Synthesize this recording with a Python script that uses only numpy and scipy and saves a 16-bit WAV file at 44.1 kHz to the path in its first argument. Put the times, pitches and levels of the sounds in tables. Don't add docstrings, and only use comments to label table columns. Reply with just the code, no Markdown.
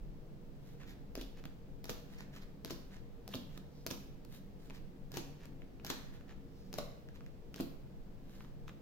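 import sys
import numpy as np
from scipy import signal
from scipy.fft import rfft, irfft, next_fast_len
from scipy.io import wavfile

SR = 44100
rng = np.random.default_rng(int(sys.argv[2]) if len(sys.argv) > 2 else 0)


def materialize(psi):
    bounded = np.clip(np.atleast_2d(psi).T, -1, 1)
    quanta = np.round(bounded * 32767).astype(np.int16)
    wavfile.write(sys.argv[1], SR, quanta)


N = 388521

# (t/s, slap level/dB, slap brightness/dB, flex f/Hz, thud f/Hz,
# thud level/dB, left over right/dB, zip lead t/s, zip level/dB, zip brightness/dB, flap level/dB,
# flap brightness/dB)
CARD_SLAPS = [(1.213, -48.5, 1.5, 3250, 420, -50.5, 3, .0043, -63, -1, -59, 0),
              (1.8951, -41.5, -0.5, 5700, 510, -42.5, 1, .001, -65, -1, -46.5, 8),
              (2.7078, -44, 1, 5200, 363, -44, 3, .0046, -57, -6, -53, 4),
              (3.3476, -52, 4, 1600, 547, -43.5, -4, .0081, -46, -3.5, -46, 2),
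              (3.911, -43, 2, 5800, 298, -44, -8.5, .003, -46, 4, -61, -2),
              (5.1715, -42, 1, 5900, 356, -41.5, 9.5, .0085, -57, -3, -51.5, -5),
              (5.9024, -37, -2, 1650, 365, -42, 5, .0034, -47.5, 6, -54.5, -5),
              (6.7855, -46, -2.5, 1130, 585, -38, 14, .0015, -52, 10, -57, 0),
              (7.6008, -52, -7, 1150, 290, -37.5, 7, .0077, -57, 2, -47.5, 8.5)]
# (t/s, tick level/dB, tick brightness/dB, thud f/Hz,
# settling delay t/s, settle level/dB, settle thud level/dB, scrape level/dB)
CARD_EDGES = [(1.1538, -50, 3.5, 440, 0.023, -61, -41.5, -60.5),
              (1.843, -55, 5.5, 320, .012, -56, -56, -61), (2.6479, -49, 4.5, 278, 0.011, -56, -51, -61),
              (3.2782, -55.5, 6.5, 775, .012, -64, -51, -61.5),
              (3.8652, -44, 5, 400, .0062, -48, -48.5, -70),
              (5.1183, -59, 6, 260, .0234, -55, -47.5, -55.5),
              (5.8479, -51, 6.5, 774, 0.018, -49, -54, -54),
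              (6.729, -54.5, 3.5, 430, 0.011, -48.5, -45.5, -62),
              (7.5429, -56, -0.5, 260, 0.018, -56, -49.5, -62)]
# (middle t/s, half length t/s, level/dB)
AIR_SWISHES = [(3.788, 0.049, -71.5), (6.62, 0.076, -73.5)]
# (t/s, level/dB, brightness/dB, flex f/Hz)
HANDLING_CLICKS = [(1.4399, -60.5, -5, 1370), (1.4547, -53, -2, 1530), (2.2065, -54.5, -6, 1620),
                   (3.5768, -53.5, 0, 1250), (4.25, -61, 3, 4430), (4.6995, -58.5, -2.5, 2300),
                   (4.7066, -60.5, -9, 1500), (5.456, -58, 0, 2320), (5.62, -69.5, -13, 2110),
                   (5.7987, -70.5, -12.5, 2600), (6.2098, -70.5, -9, 1700), (7.088, -64, -7.5, 1640),
                   (7.2078, -67.5, -10, 1150), (7.2635, -63, -5, 1770), (8.4071, -68, -14, 1240),
                   (8.4475, -67.5, -8, 1140), (8.6804, -63, -12, 1300), (8.6943, -64, -11, 1190)]
# (middle t/s, half length t/s, level/dB, brightness/dB)
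CARD_RUBS = [(0.689, .049, -73.5, -0.5), (0.821, 0.016, -66.5, -7), (.9, 0.022, -64, -2.5),
             (1.383, 0.012, -68, -4), (2.13, 0.033, -69.5, -2.5), (2.201, 0.026, -65, -3.5),
             (2.362, .018, -61.5, -3.5), (2.427, 0.0085, -64.5, -3), (2.943, 0.025, -66.5, -4.5),
             (3.545, 0.032, -71, -3), (4.347, 0.027, -64, 2), (4.659, 0.043, -73, 1),
             (4.758, 0.014, -63.5, -2), (5.439, .023, -69.5, -5), (6.15, 0.014, -68.5, -3.5),
             (6.305, 0.016, -67.5, -7.5), (7.159, 0.01, -68, -4), (8.368, 0.065, -70.5, -1),
             (8.688, 0.0073, -63.5, -3)]

# (lowest f/Hz, highest f/Hz)
PAPER_BANDS = [(900, 2800), (2800, 8000), (8000, 16500)]
# (flex f/Hz, knock level/dB, snap level/dB, sizzle level/dB)
TICK_VOICE = (4800, 2.5, 1, -2.5)
# (flex f/Hz, knock level/dB, snap level/dB, sizzle level/dB)
SETTLE_VOICE = (5400, -6, 0.5, -3)
# (flex f/Hz, knock level/dB, snap level/dB, sizzle level/dB)
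SCRAPE_VOICE = (1646, 1.5, 0, -1)
# (flex f/Hz, knock level/dB, snap level/dB, sizzle level/dB)
ZIP_VOICE = (3300, 2, 0, -1)
# (knock level/dB, snap level/dB, sizzle level/dB)
SLAP_VOICE = (-.5, 2.1, -1)
# (flex f/Hz, knock level/dB, snap level/dB, sizzle level/dB)
FLAP_VOICE = (4500, -6.5, 1, -2)
# (flex f/Hz, knock level/dB, snap level/dB, sizzle level/dB)
SKID_VOICE = (3500, -12, 0, 1)
# (knock level/dB, snap level/dB, sizzle level/dB)
CLICK_VOICE = (0, -0.62, 0)
# (flex f/Hz, knock level/dB, snap level/dB, sizzle level/dB)
RUB_VOICE = (1746, 0, -0.5, 0.5)
# (flex f/Hz, knock level/dB, snap level/dB, sizzle level/dB)
SWISH_VOICE = (5000, -16, -1, -4)

# (f/Hz, t60/s, level/dB)
TABLE_MODES = [(154.2, 1, -7), (203.6, 0.66, -5), (240.6, 0.37, 0), (274.4, 0.46, -0.5), (337.5, 0.19, 2),
               (389, 0.14, -16.5), (483, 0.55, -3.5), (576, 0.24, -4), (656, 0.086, -5)]
# (f/Hz, t60/s, level/dB)
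ROOM_DECAY = [(198, 0.36, 3), (490, 1, -7.5), (990, 0.6, 0), (2000, 0.87, -4.5), (3880, 0.56, -0.5),
              (6500, 0.53, -3.5), (14000, 0.53, -2.5)]
# (f/Hz, left level/dB, right level/dB)
PORT_COLOUR = [(700, 5, 5), (1085, -1, -2.5), (2000, -5.5, -3.5), (2900, -2, -1.5), (3830, 0.5, 2.5),
               (6000, -4, -0.5), (7120, -7, -2.5), (8140, -15.5, -12), (9300, -9.5, -6), (10970, -8.5, -16),
               (13100, 1.5, -8), (16700, -11, -16)]
# (middle t/s, half length t/s, f/Hz, peak level/dB)
TABLE_SWAYS = [(0.025, 0.1, 37.1, -43), (1.204, .09, 38, -44.5)]
# (f/Hz, relative density level/dB)
ROOM_RUMBLE = [(20, -62), (35, -80), (50, -75.5), (65, -81), (95, -80), (150, -80.5), (210, -81.5),
               (380, -89), (500, -90), (700, -95.5), (1100, -104), (2200, -110), (5000, -115), (7000, -121),
               (10000, -131)]
# (f/Hz, relative density level/dB)
MIC_HISS = [(4000, -130), (7000, -125), (9500, -124), (11000, -128), (13000, -118), (15500, -119)]
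# (f/Hz, width f/Hz, rms level/dB)
RUMBLE_DRONES = [(119.3, 8.3, -69.5), (146.9, 7.8, -61.5), (193.8, 18.4, -62.5), (270.2, 19.2, -67.5),
                 (335.8, 9.1, -75.5), (467.1, 15, -70.5)]

# (f/Hz, level above the touch/dB); an edge tick brings its own pitch
FLAP_THUD, CLICK_THUD = (176, 1), (267, 3.3)
TICK_THUD_DB, SETTLE_THUD_HZ = 2, 432
EDGE_PAN_DB, SETTLE_PAN_DB, FLAP_PAN_DB, CLICK_PAN_DB = 3, 5, -1.5, 1
SCRAPE_MIDDLE, SCRAPE_HALF = .6, .34
ZIP_HALF_S, FLAP_AFTER_S = .0027, .0065
SKID_AFTER_S, SKID_HALF_S, SKID_DB = .02, .012, -24.5
CONTACT_S = .006
TOP_HZ = 16200


def card_slaps():
    rows = []
    for t_s, db, bright_db, flex_hz, thud_hz, thud_db, pan_db, *_, flap_db, flap_bright_db in CARD_SLAPS:
        tone = voice((flex_hz, *SLAP_VOICE), db, bright_db)
        rows.append((t_s, thud_hz, thud_db, *tone, pan_db))
        rows.append(touch(t_s + FLAP_AFTER_S, FLAP_VOICE, FLAP_THUD, flap_db, flap_bright_db, FLAP_PAN_DB))
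    return contacts(rows, rise_s=0.0013, fall_s=0.0021, skirt_db=-14.5, flex_db=1,
                    thud_s=0.0023, thud_db=-2.5, gain_db=-1.5, shared=0.56)


def edge_ticks():
    rows = []
    for t_s, db, bright_db, thud_hz, settle_s, settle_db, settle_thud_db, _ in CARD_EDGES:
        rows.append(touch(t_s, TICK_VOICE, (thud_hz, TICK_THUD_DB), db, bright_db, EDGE_PAN_DB))
        settling = voice(SETTLE_VOICE, settle_db)
        rows.append((t_s + settle_s, SETTLE_THUD_HZ, settle_thud_db, *settling, SETTLE_PAN_DB))
    return contacts(rows, rise_s=0.00021, fall_s=0.00062, skirt_db=-19, flex_db=9,
                    thud_s=0.0024, thud_db=-3.5, gain_db=3.5, shared=0.68)


def card_scrapes():
    rows = []
    for edge, slap in zip(CARD_EDGES, CARD_SLAPS):
        edge_s, *_, scrape_db = edge
        slap_s, slap_db, *_, lead_s, zip_db, zip_bright_db, _, _ = slap
        bend_s = slap_s - edge_s
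        scrape_tone = voice(SCRAPE_VOICE, scrape_db)
        rows.append((edge_s + SCRAPE_MIDDLE * bend_s, SCRAPE_HALF * bend_s, *scrape_tone))
        rows.append((slap_s - lead_s, ZIP_HALF_S, *voice(ZIP_VOICE, zip_db, zip_bright_db)))
        rows.append((slap_s + SKID_AFTER_S, SKID_HALF_S, *voice(SKID_VOICE, slap_db + SKID_DB)))
    return slides(rows, grain_db=5.0, catch_db=4, flex_db=6, gain_db=0.0)


def air_swishes():
    rows = [(t_s, half_s, *voice(SWISH_VOICE, db)) for t_s, half_s, db in AIR_SWISHES]
    return slides(rows, grain_db=2, catch_db=1, flex_db=12, gain_db=1.5)


def handling_clicks():
    rows = []
    for t_s, db, bright_db, flex_hz in HANDLING_CLICKS:
        rows.append(touch(t_s, (flex_hz, *CLICK_VOICE), CLICK_THUD, db, bright_db, CLICK_PAN_DB))
    return contacts(rows, rise_s=0.00087, fall_s=0.00083, skirt_db=-24, flex_db=4,
                    thud_s=0.0025, thud_db=-4, gain_db=0.5, shared=0.88)


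def card_rubs():
    rows = [(t_s, half_s, *voice(RUB_VOICE, db, bright_db)) for t_s, half_s, db, bright_db in CARD_RUBS]
    return slides(rows, grain_db=2.5, catch_db=3.0, flex_db=4, gain_db=2)


def voice(tone, db, bright_db=0):
    flex_hz, knock_db, snap_db, sizzle_db = tone
    return flex_hz, db + knock_db - bright_db, db + snap_db, db + sizzle_db + bright_db


def touch(t_s, tone, thud, db, bright_db, pan_db):
    thud_hz, above_db = thud
    return (t_s, thud_hz, db + above_db, *voice(tone, db, bright_db), pan_db)


def contacts(table, rise_s, fall_s, skirt_db, flex_db, thud_s, thud_db, gain_db, shared):
    lead_s = .012
    t = np.arange(2048) / SR - lead_s
    after = np.maximum(t + .001, 0)
    spread = np.abs(t) / np.where(t < 0, rise_s, fall_s)
    crack_shape = np.exp(-spread) + amp(skirt_db) * np.exp(-spread / 4)
    shudder_shape = (after > 0) * np.exp(-after / 0.0034)
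    out = np.zeros((2, N))
    for t_s, thud_hz, low_db, flex_hz, *levels_db, pan_db in table:
        crack = paper(burst(crack_shape, shared), flex_hz, flex_db, levels_db, CONTACT_S)
        push = unit(np.sin(2 * np.pi * thud_hz * after) * np.exp(-after / thud_s))
        shudder = unit(band(burst(shudder_shape, 0.26), 150, 793))
        thud = unit(push + 0.65 * shudder) * amp(low_db + thud_db) * np.sqrt(CONTACT_S * SR)
        pan = amp([[pan_db / 2], [-pan_db / 2]])
        add(out, t_s - lead_s, thud + amp(gain_db) * crack * pan)
    return out


def slides(table, grain_db, catch_db, flex_db, gain_db):
    out = np.zeros((2, N))
    for t_s, half_s, flex_hz, *levels_db in table:
        t = np.arange(-2.5 * half_s, 2.5 * half_s, 1 / SR)
        grains = grain_db * steps(len(t), count=24)
        catches = catch_db * steps(len(t), count=150)
        swell = np.exp(-(t / half_s) ** 2 / 2.0)
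        friction = pair(len(t), 0.85) * amp(grains + catches) * swell
        add(out, t_s + t[0], amp(gain_db) * paper(friction, flex_hz, flex_db, levels_db, 2 * half_s))
    return out


def paper(excitation, flex_hz, flex_db, levels_db, seconds):
    resonance = band(excitation, flex_hz / 1.1, flex_hz * 1.16, order=1)
    flexing = excitation + amp(flex_db) * resonance
    ranges = [amp(db) * unit(band(flexing, *edges)) for db, edges in zip(levels_db, PAPER_BANDS)]
    return sum(ranges) * np.sqrt(seconds * SR)


def burst(shape, shared):
    spectrum = rfft(pair(len(shape), shared) * shape)
    flattened = irfft(spectrum / np.abs(spectrum) ** .55, len(shape))
    return flattened * shape ** .2


def steps(size, count):
    return np.repeat(rng.standard_normal(size // count + 1), count)[:size]


def pair(size, shared):
    shared = np.clip(shared, 0, 1)
    noise = rng.standard_normal((3, size))
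    return np.sqrt(shared) * noise[0] + np.sqrt(1 - shared) * noise[1:]


def amp(db):
    return 10 ** (np.asarray(db) / 20)


def unit(x):
    return x / np.sqrt(np.sum(x ** 2, axis=-1, keepdims=True))


def band(x, lo_hz, hi_hz, order=3):
    return signal.sosfilt(signal.butter(order, [lo_hz, hi_hz], "band", fs=SR, output="sos"), x)


def colour(x, hz, db):
    size = 2 * next_fast_len(N // 2 + 2048)
    f = np.maximum(np.fft.rfftfreq(size, 1 / SR), 1)
    gain = amp(np.interp(np.log(f), np.log(hz), db))
    return irfft(rfft(x, size) * gain, size)[..., :N]


def add(track, start_s, sound):
    for channel, lag in enumerate((0, rng.integers(0, 9))):
        i = max(int(start_s * SR), 0) + lag
        part = sound[channel, :max(N - i, 0)]
        track[channel, i:i + len(part)] += part


def low_ring(x, ring_db):
    t = np.arange(int(.7 * SR)) / SR
    response = 0
    for hz, t60, db in TABLE_MODES:
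        phase = rng.uniform(0, 2 * np.pi) + hz / 900 * rng.standard_normal((2, 1))
        envelope = np.exp(-np.log(1000) * t / t60) * (1 - np.exp(-t / 0.0039))
        response = response + amp(db) * unit(np.sin(2 * np.pi * hz * t + phase) * envelope)
    return amp(ring_db) * signal.fftconvolve(x, response, axes=1)[:, :N]


def room(x, wet_db, count):
    out = np.zeros((2, N))
    for stretch in np.array_split(np.arange(N), count):
        response = echoes(build_s=0.003, early_db=-2, early_s=0.022)
        reflected = signal.fftconvolve(x[None, :, stretch], response, axes=2).sum(axis=1)
        add(out, stretch[0] / SR, reflected)
    return amp(wet_db) * out


def echoes(build_s, early_db, early_s):
    t = np.arange(16384) / SR
    hz, t60, db = np.transpose(ROOM_DECAY)
    f = np.log(np.maximum(np.fft.rfftfreq(len(t), 1 / SR), 1))
    noise = rfft(rng.standard_normal((2, 2, len(t))))
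    response = 0
    for k, weight in enumerate(np.eye(len(hz))):
        part = irfft(noise * np.interp(f, np.log(hz), weight), len(t))
        response = response + amp(db[k]) * part * np.exp(-np.log(1000) * t / t60[k])
    build = 1 - np.exp(-(t / build_s) ** 2)
    scatter = 1 + amp(early_db) * np.exp(-t / early_s)
    return response * build * scatter


def sway():
    t = np.arange(N) / SR
    out = 0
    for t_s, half_s, hz, db in TABLE_SWAYS:
        out = out + amp(db) * np.sin(2 * np.pi * hz * t) * np.exp(-((t - t_s) / half_s) ** 2)
    return out


def background():
    per_hz = np.sqrt(SR / 2)
    common = colour(rng.standard_normal(N), [50, 150, 400, 1000], [-5.5, -0.1, -2, -15.0])
    apart = colour(pair(N, 0), [50, 150, 400, 1000], [1.5, -15.5, -0.5, 0.65])
    rumble = colour(common + apart, *np.transpose(ROOM_RUMBLE))
    hiss = colour(pair(N, 0), *np.transpose(MIC_HISS))
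    out = per_hz * (rumble + hiss)
    for hz, width_hz, db in RUMBLE_DRONES:
        drone = unit(band(pair(N, 0.86), hz - width_hz / 2, hz + width_hz / 2, order=2))
        out = out + amp(db) * np.sqrt(N) * drone
    return out


def scene():
    slaps, ticks, scrapes = card_slaps(), edge_ticks(), card_scrapes()
    clicks, rubs = handling_clicks(), card_rubs()
    direct = ticks + slaps + clicks + scrapes + rubs + air_swishes()
    thrown = slaps + amp(-4) * (ticks + clicks) + amp(-2) * scrapes + amp(-3) * rubs
    cards = direct + room(thrown, wet_db=-36.5, count=9) + low_ring(thrown, ring_db=-22.5)
    hz, left_db, right_db = np.transpose(PORT_COLOUR)
    ports = np.array([colour(cards[0], hz, left_db), colour(cards[1], hz, right_db)])
    return ports + sway() + background()


def record(dry):
    dry = signal.sosfilt(signal.butter(2, 18, "high", fs=SR, output="sos"), dry)
    return signal.sosfilt(signal.ellip(8, .2, 70, TOP_HZ, fs=SR, output="sos"), dry)


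dry = scene()
out = record(dry)
materialize(out)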